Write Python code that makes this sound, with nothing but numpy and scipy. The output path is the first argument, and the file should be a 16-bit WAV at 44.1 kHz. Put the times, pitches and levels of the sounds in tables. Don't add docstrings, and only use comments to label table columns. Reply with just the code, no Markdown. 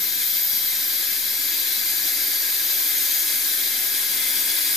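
import sys
import numpy as np
from scipy import signal
from scipy.io import wavfile
from scipy.ndimage import uniform_filter1d

SR = 44100
rng = np.random.default_rng(int(sys.argv[2]) if len(sys.argv) > 2 else 0)


def bounce(signal):
    frames = np.transpose(np.atleast_2d(signal))
    limited = np.clip(frames, -1, 1)
    pcm = np.round(limited * 32767).astype(np.int16)
    wavfile.write(sys.argv[1], SR, pcm)


N = 210029
FRAME, HOP = 2048, 256
HZ = np.fft.rfftfreq(FRAME, 1 / SR)
TIMES = np.arange(N // HOP + 3) * HOP / SR

# t/s, level/dB
SIZZLE_LEVEL = [(0, -27.5), (.12, -27.5), (.25, -25.5), (.48, -24), (.6, -25.5), (1.1, -25.5), (1.25, -27),
                (1.5, -25.5), (1.8, -26), (2.45, -25), (2.65, -25), (3.05, -24.5), (3.28, -25), (3.5, -24),
                (3.65, -25.4), (4.76, -25.5)]
# f/Hz, level/dB
SIZZLE_NARROW = [(8500, -33), (10200, -13), (11200, -8), (12000, 0.5), (12500, 2), (12850, -4),
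                 (13400, -4.5), (14100, -2.5), (14600, -6), (15100, -16), (15400, -37.5)]
SIZZLE_WIDE = [(8500, -50), (10200, -9.5), (11200, -4), (12000, -7), (12500, -9), (12850, -1), (13400, -5),
               (14100, -6), (14600, -5), (15100, -14), (15600, -13.5)]
# f/Hz, width/Hz, level/dB
SEAT_NARROW = [(10600, 169, -6.5), (10972, 61, -4.5), (11275, 35, 0), (11483, 76, 0.0), (11831, 150, 3.0),
               (12158, 40, 7.5), (12249, 77, 4), (12440, 70, 4), (12562, 90, 8.5), (13019, 40, 2),
               (13700, 130, 3.0), (13880, 190, 6), (14120, 60, 0)]
SEAT_WIDE = [(10364, 143, -6), (10713, 146, 1.5), (10974, 99, -2.5), (11194, 93, -.5), (11516, 190, 0),
             (11829, 127, 3), (12092, 133, 3.5), (12309, 74, -0.5), (12557, 101, -1), (13019, 43, 1.5),
             (13321, 65, 5.5), (13631, 103, 3), (13840, 150, 6)]
def sizzle(opening, surge_db):
    level_db = along(SIZZLE_LEVEL)[0] + 0.34 * surge_db
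    narrow = colour(SIZZLE_NARROW, SEAT_NARROW, ring_db=-3.5)
    wide = colour(SIZZLE_WIDE, SEAT_WIDE, ring_db=0.5)
    return gain_of(level_db) ** 2 * ((1 - opening) * narrow + opening * wide)


# t/s, level/dB
RUSH_LEVEL = [(0, -31), (.25, -29.6), (.65, -30.1), (1.02, -29.5), (1.22, -30), (1.45, -29.5), (1.75, -29),
              (2.2, -28.5), (2.55, -29), (3.05, -28), (3.65, -28.5), (3.85, -28.5), (4.2, -28),
              (4.76, -27.5)]
# f/Hz, level/dB
RUSH_BED = [(2600, -38), (3100, -11.5), (3600, -4), (4400, -3), (5100, -2), (6000, -3), (6900, -2),
            (7600, -5), (8500, -3), (9500, -4), (11000, -4.5), (14000, -38)]
# f/Hz, width/Hz, level/dB
LINE_MODES = [(3146, 52, 3), (3343, 67, 5), (3498, 51, 4), (3610, 56, 3.5), (3740, 37, 8), (3897, 41, 5.5),
              (3950, 42, 7), (4020, 22, 8.5), (4180, 64, 4.5), (4280, 35, 2), (4577, 84, 6.5),
              (4755, 44, 5.5), (4844, 59, 6.5), (5130, 45, 2.5), (5270, 60, 0.5), (5490, 56, -3),
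              (5650, 67, 1.5), (5830, 74, -3.5), (6170, 88, 0), (6597, 76, 2.5), (6750, 38, 4)]
def rush(tilt_db, surge_db):
    brightness_db = tilt_db * np.log2(np.clip(HZ, 2500, 10000) / 4700)
    level_db = along(RUSH_LEVEL)[0] + surge_db + brightness_db
    return gain_of(level_db) ** 2 * colour(RUSH_BED, LINE_MODES, ring_db=1.95)


# t/s, f/Hz, level/dB
WHISTLE_GLIDE = [(0, 13830, -37), (.45, 13850, -33), (.8, 13830, -35), (1.6, 13850, -39),
                 (1.85, 13900, -34), (2.3, 13830, -36), (2.8, 13800, -34), (3.1, 13780, -32),
                 (3.35, 13650, -34), (3.9, 13660, -36.5), (4.25, 13640, -34.5), (4.76, 13630, -34.5)]
def whistle():
    hz, db = along(WHISTLE_GLIDE)
    peak = bell(hz, width=140)
    return gain_of(db) ** 2 * peak / peak.sum(axis=1, keepdims=True)


# f/Hz, level/dB
THROAT_BED = [(1150, -31), (1450, -4), (1600, -19), (1900, -2), (2300, 2.5), (2650, -2), (3000, 2),
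              (3500, -29)]
# f/Hz, width/Hz, level/dB
THROAT_MODES = [(1565, 59, 1), (1654, 120, 2), (1790, 104, 0.5), (1894, 58, -1), (2002, 23, -2),
                (2071, 33.5, 9.5), (2180, 87, 2), (2400, 110, -0.5), (2607, 77, -0.5)]
def throat(flow_db):
    return gain_of(-37 + 1.16 * flow_db) ** 2 * colour(THROAT_BED, THROAT_MODES, ring_db=4.5)


# f/Hz, level/dB
ROAR_BED = [(100, -6), (170, -12), (260, -3.5), (370, 2.5), (430, -5), (560, -0.5), (800, -17),
            (1350, -2.5), (1700, -21)]
# f/Hz, width/Hz, level/dB
BOILER_MODES = [(192, 16, -5.5), (278.6, 31, 0.5), (760, 104, -3.5), (922, 45, -3), (1071, 92, -2),
                (1242, 58, -3)]
def roar(flow_db):
    return gain_of(-46.5 + 0.97 * flow_db) ** 2 * colour(ROAR_BED, BOILER_MODES, ring_db=4.0)


# t/s, length/s, f/Hz, width/Hz, boost/dB
SWELLS = [(.28, .2, 3500, 600, 3), (.64, 0.091, 3940, 250, 6), (1.7, .22, 3460, 160, 6),
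          (2.24, 0.18, 2130, 300, 3), (2.36, 0.22, 4540, 200, 6.5), (3.12, .35, 6700, 500, 3.5),
          (3.66, .22, 3990, 220, 4), (4.24, .18, 2070, 150, 5), (4.68, 0.36, 2340, 1400, 2.3),
          (4.65, .3, 6600, 400, 3)]
def swells():
    boost_db = sum(db * np.exp(-(2 * (TIMES[:, None] - s) / length) ** 2) * bell(hz, width)
                   for s, length, hz, width, db in SWELLS)
    return gain_of(boost_db) ** 2


def surges(slow_hz, fast_hz, count):
    rates = np.geomspace(slow_hz, fast_hz, count)
    flutter = sum(np.sin(2 * np.pi * (rate * TIMES + rng.random())) / np.sqrt(rate) for rate in rates)
    return evened(flutter)[:, None]


# t/s, level/dB
FLOW = [(0, -1.5), (.45, -1.6), (.8, -1.4), (1.05, 0), (1.22, -1.7), (1.55, 0), (1.9, -0.3), (2.15, 1),
        (2.5, -0.1), (3.1, 0.9), (3.85, 0.3), (4.2, 1.7), (4.76, 1.5)]
# t/s, opening/0-1, tilt of the rush/dB per octave
VALVE = [(0, 0, 0), (.6, 0, -.2), (1.5, 0.15, 0.5), (2.5, 0.06, 1), (2.9, 0.18, 0.8), (3.15, 0.5, 0.8),
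         (3.45, .45, 1), (3.75, 0.1, 0), (4.15, .85, 0), (4.76, .95, 0)]
def jet():
    surge_db = 0.47 * surges(slow_hz=5, fast_hz=16, count=24)
    flow_db = along(FLOW)[0] + surge_db
    opening, tilt_db = along(VALVE)
    low_roar = roar(flow_db)
    pipework = throat(flow_db) + rush(tilt_db, surge_db)
    return low_roar + pipework * swells() + sizzle(opening, surge_db) + whistle()


# f/Hz, width/Hz, level/dB
NOTCHES = [(700, 58, -6), (878, 68, -3.5), (1148, 106, -10.5), (1830, 31, -11), (1960, 38, -15),
           (2049, 26, -12), (2510, 85, -10), (2803, 92, -15), (2955, 180, -4.5), (3550, 40, -0.5),
           (12650, 400, -2.5)]
def colour(bed, modes, ring_db):
    hz, width, db = np.transpose(modes)
    chance = rng.standard_normal((len(hz), len(TIMES)))
    drift_db = 0.45 * evened(uniform_filter1d(chance, size=70, axis=1, mode="wrap")).T
    ringing = gain_of(db + ring_db + drift_db) ** 2 @ bell(hz[:, None], width[:, None])
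    notch_db = sum(db * bell(hz, width) for hz, width, db in NOTCHES)
    power = (gain_of(across(bed)) ** 2 + ringing) * gain_of(notch_db) ** 2
    return power / power.mean(axis=0).sum()


def workshop(power):
    treble = np.clip(HZ / 9500, 0.25, 1)
    ripple_db = 2.8 * treble * patches(frames=300, bins=2)
    eddy_db = 0.4 * patches(frames=14, bins=30)
    return power * gain_of(ripple_db + eddy_db) ** 2


# t/s, level/dB
BASS_LEVEL = [(0, 0), (.2, -1), (.3, -10), (.5, 0), (.9, -0.5), (1.22, 4), (1.35, 10), (1.48, 4), (1.7, 3),
              (2.15, 1), (2.33, -2), (2.7, -2), (2.87, -1), (3.2, 0), (3.33, 1), (3.5, -1), (3.68, -0.5),
              (3.9, 3), (4.3, 1.5), (4.76, -1)]
def lumpy_bass(power, cutoff_hz, lump_db):
    radiated = 1 - 1 / (1 + (HZ / cutoff_hz) ** 12)
    bass_db = along(BASS_LEVEL)[0] + lump_db * patches(frames=18, bins=8)
    return power * radiated * gain_of(bass_db * bell(hz=108, width=280)) ** 2


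# f/Hz, level/dB
RUMBLE_BED = [(20, 1), (45, -8), (70, -36), (200, -32), (1000, -60)]
def rumble(level_db):
    power = gain_of(across(RUMBLE_BED)) ** 2
    return gain_of(level_db) ** 2 * power / power.sum()


# f/Hz, coherence/0-1
LIKENESS = [(30, .2), (100, .6), (200, .72), (330, .85), (700, .64), (1300, .48), (1650, .74), (2200, .72),
            (3000, .56), (3900, .68), (5400, .5), (6600, .63), (9200, .55), (11500, .72), (14000, .52)]
# f/Hz, left minus right/dB
PAN = [(60, -1.5), (330, 0), (800, -2), (1170, 3.5), (1700, 5), (2700, 6.5), (4200, 6), (5400, 2.5),
       (6600, 2.5), (9000, 1.5), (11000, 1), (12400, 3), (13800, 2.5), (15000, 2)]
# f/Hz, left lead/rad
PHASE_LEAD = [(50, 0.26), (450, -0.31), (900, 0.51), (1350, 0.85), (1550, 0.61), (2500, 0.37),
              (5000, -0.61), (9000, 0.78), (12800, 0.66), (14200, 0.97), (15500, .1)]
def stereo_noise(power):
    white = rng.standard_normal((2, len(TIMES) * HOP))
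    spectra = signal.stft(white, nperseg=FRAME, noverlap=FRAME - HOP)[2]
    shared, separate = spectra[:, :, :len(TIMES)].transpose(0, 2, 1)
    likeness = np.clip(across(LIKENESS), 0, 1)
    pan, lead = gain_of(across(PAN) / 2), across(PHASE_LEAD)
    left = shared * pan
    right = (likeness * shared + np.sqrt(1 - likeness ** 2) * separate) * np.exp(-1j * lead) / pan
    mono_power = (pan ** 2 + pan ** -2 + 2 * likeness * np.cos(lead)) / 4
    pair = np.array([left, right]) * np.sqrt(power * len(HZ) / mono_power)
    return signal.istft(pair.transpose(0, 2, 1), nperseg=FRAME, noverlap=FRAME - HOP)[1][:, :N]


def gain_of(db):
    return 10 ** (np.asarray(db) / 20)


def evened(x):
    return x / np.sqrt(np.mean(x ** 2) + 1e-20)


def across(points):
    hz, value = np.transpose(points)
    return np.interp(np.log(HZ + 1), np.log(hz + 1), value)


def along(rows):
    s, *columns = np.transpose(rows)
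    return [np.interp(TIMES, s, column)[:, None] for column in columns]


def bell(hz, width):
    return 1 / (1 + (2 * (HZ - hz) / width) ** 2) ** 2


def patches(frames, bins):
    chance = rng.standard_normal((len(TIMES), len(HZ)))
    return evened(uniform_filter1d(uniform_filter1d(chance, frames, axis=0), bins, axis=1))


# t/s, left minus right/dB
SWAY = [(0, 1), (.35, 0), (.65, 0), (1.2, .5), (1.9, 0.6), (2.2, 0), (3.05, 0), (3.6, 0.4), (4.05, .5),
        (4.76, -.1)]
def scene():
    steam = lumpy_bass(workshop(jet()), cutoff_hz=119, lump_db=4.6)
    stereo = stereo_noise(steam + rumble(level_db=-67))
    sway_db = np.interp(np.arange(N) / SR, *np.transpose(SWAY))
    return stereo * gain_of([sway_db / 2, -sway_db / 2])


def record(dry):
    cutoff_hz, dc_offset = 15550, -0.0027
    lowpass = signal.firwin(511, cutoff_hz, window=("kaiser", 9), fs=SR)
    return signal.oaconvolve(dry, lowpass[None], "same", axes=1) + dc_offset


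dry = scene()
out = record(dry)
bounce(out)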